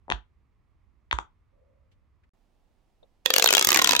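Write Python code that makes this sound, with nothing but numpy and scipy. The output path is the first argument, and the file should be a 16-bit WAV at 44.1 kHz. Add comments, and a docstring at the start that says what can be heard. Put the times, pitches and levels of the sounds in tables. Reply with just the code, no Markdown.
"""In a quiet room, fingers press the bubbles of a silicone pop toy lying on a cushion. Each dome snaps
through with a soft pop, and the cushion answers with a dull thump. After a short silence, a corrugated
plastic tube is pulled open close by in a small room. Pleat after pleat buckles outward, ringing the wall
and the air column inside, whose resonances sink as the tube grows longer."""
import sys
import numpy as np
from scipy import signal
from scipy.fft import rfft, irfft
from scipy.io import wavfile
from scipy.ndimage import uniform_filter1d

SR = 44100
rng = np.random.default_rng(int(sys.argv[2]) if len(sys.argv) > 2 else 0)


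def store_wav(level_fs):
    """Save 16-bit WAV to argv[1]."""
    pcm = np.round(np.clip(np.atleast_2d(level_fs), -1, 1) * 32767)
    wavfile.write(sys.argv[1], SR, pcm.T.astype(np.int16))


N = 176400
SIZE, LEAD = 8192, 512  # samples in one pop or snap, and of those before its onset

# Spectra of the room tone around the toy and the tube. Each row: frequency in Hz, relative level in dB.
TOY_ROOM_TONE = [(15, -33.5), (25, -7.5), (64, 0.5), (153, -16.5), (350, -25.5), (516, -32), (796, -33),
                 (1160, -28.5), (1520, -38.5), (2100, -35.5), (3100, -45), (16000, -65)]
TUBE_ROOM_TONE = [(15, -18), (25, 4), (87, -11), (250, -17), (480, -23), (754, -21), (1440, -33),
                  (2840, -35), (16000, -51.5)]
# Bubble pops. Each row: start in seconds, level in dB, pitch factor, slap bass, treble and top in dB.
BUBBLE_POPS = [(0.0813, -14.5, 0.57, 2.5, -45, -30.5), (0.093, -10, 0.49, 3, -36, -28.5),
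               (0.1014, -4.5, 0.58, 11, 4.5, 0), (0.1152, -2, 0.66, 4.5, -2, -16),
               (0.1214, -3, 0.9, -1, 7, -13), (1.112, -9.5, 0.95, -14.5, 12.5, -15),
               (1.128, 1.5, 1.02, -10.5, -2.5, -3.5), (1.187, -1.5, 0.89, -13, -6.5, -6.5)]
# Modes of a silicone dome. Each row: frequency in Hz, level in dB, 60 dB decay time in seconds.
DOME_MODES = [(606.4, -2, 0.004), (950, -1, 0.014), (1540, 1.5, 0.0085)]
# Spectra of a dome's slap and of its reverberation. Each row: frequency in Hz, gain in dB.
SLAP_SPECTRUM = [(80, -13.5), (250, -9), (600, -2), (1200, -1.5), (1900, 3.5), (3600, -2), (4800, -20.5),
                 (6800, -10), (10000, -30.5), (12000, -50)]
TOY_REVERB_SPECTRUM = [(150, 11.5), (500, -1), (850, -2.5), (1600, -4), (2300, -12), (3500, 0.5),
                       (4900, 1.5), (7000, 3), (14000, -8)]
# Fingers landing on the cushion. Each row: start in seconds, level in dB, frequency in Hz.
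CUSHION_THUMPS = [(0.131, -22.5, 50.63), (1.1319, -21.5, 55.8)]
# Hand contacts. Each row: start in seconds, level in dB, centre and width in Hz, swell time in seconds.
HAND_TOUCHES = [(1.51, -68.5, 540, 130, 0.11), (1.913, -72, 2460, 3000, .008),
                (2.234, -69, 1800, 1400, .005), (3.026, -54.5, 539, 200, 0.0067),
                (3.029, -62, 3700, 400, 0.0034), (3.667, -35, 125, 90, .006), (3.7, -51, 70, 35, .12)]
# Pleats. Each row: start in seconds, level in dB, wall ring in Hz and dB, snap bass, treble and top in dB.
PLEAT_SNAPS = [(3.2598, 0, 3370, 3, 0.5, -10, -1), (3.3043, -0.5, 3245, 1.5, 3.5, -10.5, -1),
               (3.3387, 1.5, 2930, -2, -0.5, -5, 0.5), (3.3626, 0.5, 2900, -2, 4, -9, 2),
               (3.3827, 1.5, 2470, -17, 2.5, -5, 3), (3.397, -3, 3520, 5, 4.5, -8, 3),
               (3.4237, 3, 2633, -2, -10.5, -4.5, -0.5), (3.443, -4.5, 3800, -5, 12, 0.5, 8.5),
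               (3.4598, 2.5, 4090, 4, 0, -11, -0.5), (3.475, -4, 3200, 9.5, 5, -10.5, 7.5),
               (3.4887, 1.5, 2570, -1.5, -14, -5.5, -16), (3.506, -4.5, 3040, 7.5, 9.5, -1.5, 6.5),
               (3.5273, 1.5, 2500, -11, 1.5, -3.5, 2), (3.537, 3.5, 2490, -16, -6.5, -6.5, -5),
               (3.5499, 2.5, 3280, 2, -2, -6.5, 0.5), (3.5691, -2.5, 2880, 1, 8.5, -2, 2),
               (3.5799, 2.5, 2806, 4, -4.5, -9, -4.5), (3.5944, -6.5, 2710, -3, 11, 3, 8.5),
               (3.6118, 2, 1820, -9, -5.5, -7, -13), (3.6252, -3, 3400, -2, -10, -3.5, 3.5),
               (3.6475, 0, 3440, 0.5, -7, -2.5, 6), (3.6718, -3, 2100, -3, 3.5, -0.5, 8.5),
               (3.6891, 1.5, 1810, -6, 0.5, -4.5, 2.5), (3.705, -1, 2560, -9, -5, -1.5, -4),
               (3.7183, 1.5, 2690, -3.5, -6, -16, 1), (3.7293, 0.5, 2600, -11, 1, -7.5, -1),
               (3.745, -4.5, 2396, 8, 5, 2.5, 9.5), (3.7505, -3.5, 2380, -4, -21, -11, -5),
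               (3.7601, 0, 1820, -1.5, 5, -4.5, -13), (3.7728, 0.5, 1990, -10, -14, -7, 2.5),
               (3.7906, 2, 2000, -3.5, -0.5, -8, -4), (3.7953, 1, 1900, -8, -3, -13.5, -13),
               (3.8171, 2.5, 3320, -15, -22, -18, -9), (3.821, -3, 3720, -18, 3, -1.5, 5),
               (3.8446, -2.5, 3320, 6, -0.5, 2, 6.5), (3.8595, -3, 2950, -19, -19, -16, -36),
               (3.8733, 2, 4300, -12, -2, -5, -3), (3.892, 1, 3840, 2.5, -1.5, -3.5, -5),
               (3.9094, 1, 4660, -2, -5.5, -8.5, -3.5), (3.9207, -1, 3245, -2, -6, -8, -5),
               (3.9324, 1.5, 2190, -15, 3.5, -7.5, -7), (3.9511, -1, 3400, -7, -3, -9, -6),
               (3.9645, -0.5, 3690, 2.5, -8, -6.5, -1), (3.9948, -0.5, 3050, -6, -1.5, -1, -6)]
# Growth of the tube. Each row: time in seconds, length as a multiple of the closed length.
TUBE_LENGTH = [(3.26, 1.0), (3.34, 1.075), (3.44, 1.19), (3.54, 1.36), (3.7, 1.56), (3.8, 1.715),
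               (3.9, 1.87), (4.0, 1.95)]
# Air modes of the closed-up tube. Each row: frequency in Hz, level in dB, 60 dB decay time in seconds.
AIR_MODES = [(559, -6.5, 0.051), (813, -19, 0.053), (1300, -13.5, 0.06), (1880, -2, 0.055),
             (2505, -2.5, 0.024), (3234, -6.5, 0.066), (4806, 2, 0.02)]
# Spectra of a pleat's snap and of its reverberation. Each row: frequency in Hz, gain in dB.
SNAP_SPECTRUM = [(40, -10.5), (280, -19.5), (450, 2.5), (750, 3), (1500, 4.5), (3100, 2.5), (4300, 7),
                 (6500, 11), (7700, 7), (9000, -6), (10300, -7.5), (12500, -1.5), (16000, -8.5)]
TUBE_REVERB_SPECTRUM = [(250, 2), (700, -2), (1500, -8), (3000, -2.5), (7000, -2.5), (15000, -12)]
# Phase lead of the tube on the left. Each row: frequency in Hz, lead in radians.
LEFT_PHASE_LEAD = [(120, 0), (350, 1.3), (1200, 1.3), (3000, 1.7), (4200, 2.6), (5500, .2), (7000, 1.1),
                   (10000, -.3)]
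# Balance of the tube. Each row: frequency in Hz, level of left over right in dB.
LEFT_BALANCE = [(200, -1.5), (900, 1), (3200, 0.5), (4500, -1), (6500, -4), (9000, 6), (11000, 4),
                (13000, -2)]


def amp(db):
    """Amplitude ratio for a level in decibels."""
    return 10 ** (np.asarray(db) / 20)


def curve(points, n):
    """Interpolation over log frequency at the bins of an n-sample transform."""
    hz, value = np.array(points, float).T
    return np.interp(np.log(np.fft.rfftfreq(n, 1 / SR) + 1e-9), np.log(hz), value)


def colour(x, points):
    """Minimum-phase filtering: folding the cepstrum makes the (Hz, dB) response causal."""
    n = x.shape[-1]
    cepstrum = irfft(np.log(amp(curve(points, n))), n)
    cepstrum[1:n // 2] *= 2
    cepstrum[n // 2 + 1:] = 0
    return irfft(rfft(x) * np.exp(rfft(cepstrum)), n)


def passband(x, hz, kind):
    """Maximally flat filtering, with skirts of 12 dB per octave."""
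    return signal.sosfilt(signal.butter(2, hz, kind, fs=SR, output="sos"), x)


def unit(x):
    """Normalisation to an rms of 1."""
    return x / np.sqrt(np.mean(x ** 2))


def fade(t, t60):
    """Exponential decay of 60 dB in t60 seconds."""
    return np.exp(-np.log(1000) * t / t60)


def ring(t, hz, t60):
    """Impulse response of a damped oscillator, silent before t = 0."""
    t = np.maximum(t, 0)
    return np.sin(2 * np.pi * hz * t) * fade(t, t60)


def whiten(burst):
    """Division by its smoothed spectrum leaves a burst with unit energy and no broad colour."""
    spectrum = rfft(burst)
    power = uniform_filter1d(abs(spectrum) ** 2, size=200, axis=-1)
    return irfft(spectrum / np.sqrt(power + 1e-12), SIZE)


def add(out, start_s, sound):
    """Superposition of a sound on the mix from a given time."""
    i = int(start_s * SR)
    part = out[:, i:i + sound.shape[1]]
    part += sound[:, :part.shape[1]]


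def room_tone(spectrum, db):
    """Partly coherent noise: the two sides share one component and each has its own."""
    noise = rng.standard_normal((3, N))
    return amp(db) * unit(colour(noise[2] + noise[:2], spectrum) * amp([[-4], [0]]))


def bubble_pops():
    """Snap-through: a silicone dome flips with a slap, then rings in heavily damped modes."""
    out = np.zeros((2, N))
    t, f = (np.arange(SIZE) - LEAD) / SR, np.fft.rfftfreq(SIZE, 1 / SR)
    slap_decay_s, lag_s, echo_s = 0.0005, 0.00021, 0.0009
    # The right side hears the pop later and weaker, with a near reflection.
    reflection = amp(-5.5) * np.exp(-2j * np.pi * f * echo_s)
    right = amp(-5) * np.exp(-2j * np.pi * f * lag_s) * (1 + reflection)
    envelope = (t > 0) * np.exp(-abs(t) / slap_decay_s)
    for start, db, pitch, bass_db, treble_db, top_db in BUBBLE_POPS:
        dome = sum((-1) ** k * amp(mode_db) * ring(t, hz * pitch, t60)
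                   for k, (hz, mode_db, t60) in enumerate(DOME_MODES))
        dome = passband(dome, (260, 2200), "band")  # the dome's ring stays between 260 Hz and 2.2 kHz
        slap = colour(whiten(envelope * rng.standard_normal(SIZE)), SLAP_SPECTRUM)
        tint = [(500, bass_db), (1000, 0), (2200, treble_db), (4500, treble_db), (8000, top_db)]
        pop = amp(db) * (amp(-13) * dome + amp(9.5) * colour(slap, tint))
        add(out, start - LEAD / SR, np.array([pop, irfft(rfft(pop) * right)]))
    return out


def reverberate(x, spectrum, wet_db, t60, top_t60, gap_s):
    """A diffuse field follows the direct sound after a gap; above 4 kHz it has its own decay time."""
    t = np.arange(2 * SIZE) / SR
    noise = rng.standard_normal((2, len(t)))
    low = passband(noise, 4000, "low")
    onset = np.clip(2 * t / gap_s - 1.5, 0, 1)
    tail = onset * (low * fade(t, t60) + (noise - low) * fade(t, top_t60))
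    tail = colour(unit(tail) / np.sqrt(len(t)), spectrum)
    return x + amp(wet_db) * signal.fftconvolve(x, tail, axes=1)[:, :N]


def cushion_thumps():
    """Damped oscillation: the cushion bounces as the fingers push through."""
    out, t = np.zeros((2, N)), np.arange(2 * SIZE) / SR
    rise_s, left_db = 0.0037, -8.5
    for start, db, hz in CUSHION_THUMPS:
        bounce = 2 * (1 - np.exp(-t / rise_s)) * ring(t, hz, t60=0.19)
        add(out, start, amp([[db + left_db], [db]]) * bounce)
    return passband(out, 64, "high")


def hand_touches():
    """Friction and soft impact: each rub or bump of the hands is a noise band that swells and dies."""
    out, t = np.zeros((2, N)), np.arange(N) / SR
    f = np.fft.rfftfreq(N, 1 / SR) + 1e-9
    for start, db, hz, width_hz, swell_s in HAND_TOUCHES:
        detuning = (f - hz ** 2 / f) / width_hz
        band = unit(irfft(rfft(rng.standard_normal((2, N))) / (1 + detuning ** 2), N))
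        age = np.maximum(t - start, 0) / swell_s
        out += amp(db) * age * np.exp(1 - age) * band
    return out


def pleat_snap(t, bass_db, treble_db, top_db):
    """Buckling: a pleat yields with tiny ticks, then cracks through in a burst of noise."""
    rise_s, decay_s, buckle_s = 0.0001, 0.00096, 0.0018
    after = np.maximum(t, 0)
    crack = (1 - np.exp(-after / rise_s)) * np.exp(-after / decay_s)
    buckle = amp(-16) * np.exp(-abs(t) / buckle_s)
    noise = rng.standard_normal((3, SIZE))
    stereo_noise = noise[2] + 0.74 * noise[:2]
    ticks = amp(5.5 * np.repeat(rng.standard_normal(SIZE // 16), 16))
    snap = colour(whiten((crack + buckle) * ticks * stereo_noise), SNAP_SPECTRUM)
    tint = [(900, bass_db), (1500, 0.015), (3900, 0), (5200, treble_db), (8000, treble_db), (10000, top_db)]
    return colour(snap, tint)


def wall_ring(t, hz):
    """Free vibration of the plastic wall: one mode between two weaker, unevenly spaced neighbours."""
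    return sum((-0.5) ** abs(k) * ring(t, hz * (1 + 0.108 * k * rng.uniform(0.32, 2.01)), t60=0.024)
               for k in (-1, 0, 1))


def air_column(t, length):
    """Standing waves in the tube: their frequencies fall in inverse proportion to its length."""
    scatter = rng.standard_normal((len(AIR_MODES), 2))
    return sum(amp(db + 5 * louder) * ring(t, hz / length * (1 + 0.0062 * sharper), t60)
               for (hz, db, t60), (louder, sharper) in zip(AIR_MODES, scatter))


def hollow_note(t, length):
    """Resonance of the part still folded: steady in pitch, weaker as the tube is pulled out."""
    return amp(-25.5 - 40.5 * (length - 1)) * ring(t, hz=521, t60=0.052)


def place_pleat(sound):
    """Phase and level differences between left and right give each pleat its own place along the tube."""
    f, sides = np.fft.rfftfreq(SIZE, 1 / SR), np.array([[0.5], [-0.5]])
    lag_s, pan_db = rng.normal(0, 0.00002), rng.normal(0, 5)
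    phase = curve(LEFT_PHASE_LEAD, SIZE) + 2 * np.pi * f * lag_s
    balance_db = curve(LEFT_BALANCE, SIZE) + pan_db
    return irfft(rfft(sound) * np.exp(1j * sides * phase) * amp(sides * balance_db))


def tube_pull():
    """Impulsive excitation: each snapping pleat rings the wall and the air in the lengthening tube."""
    out, t = np.zeros((2, N)), (np.arange(SIZE) - LEAD) / SR
    for start, db, wall_hz, wall_db, bass_db, treble_db, top_db in PLEAT_SNAPS:
        length = np.interp(start, *np.array(TUBE_LENGTH).T)
        snap = amp(7.5) * pleat_snap(t, bass_db, treble_db, top_db)
        wall = amp(wall_db - 14) * wall_ring(t, wall_hz)
        air = amp(-24) * air_column(t, length) + hollow_note(t, length)
        rings = passband(wall + air, 267, "high")  # the rings carry little below 267 Hz
        add(out, start - LEAD / SR, amp(db) * place_pleat(snap + rings))
    return out


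def scene():
    """Superposition of the sources: the pop toy, then the tube, with a silence between their room tones."""
    t = np.arange(N) / SR
    pops = reverberate(bubble_pops(), TOY_REVERB_SPECTRUM,
                       wet_db=-10.5, t60=0.19, top_t60=0.15, gap_s=0.0064)
    handling = cushion_thumps() + hand_touches()
    tube = reverberate(tube_pull(), TUBE_REVERB_SPECTRUM, wet_db=-11, t60=0.34, top_t60=0.2, gap_s=0.0035)
    toy_tone = room_tone(TOY_ROOM_TONE, db=-63.5) * (t < 2.293)
    tube_tone = room_tone(TUBE_ROOM_TONE, db=-66.5) * (t > 2.335)
    return toy_tone + pops + handling + tube_tone + tube


def record(dry):
    """Soft saturation rounds the highest peaks, and a steep low-pass cuts the treble above 16.2 kHz."""
    rounded = 1.205 * np.tanh(dry / 1.242)
    return signal.sosfilt(signal.ellip(8, 0.2, 70, 16200, fs=SR, output="sos"), rounded)


dry = scene()
out = record(dry)
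store_wav(out)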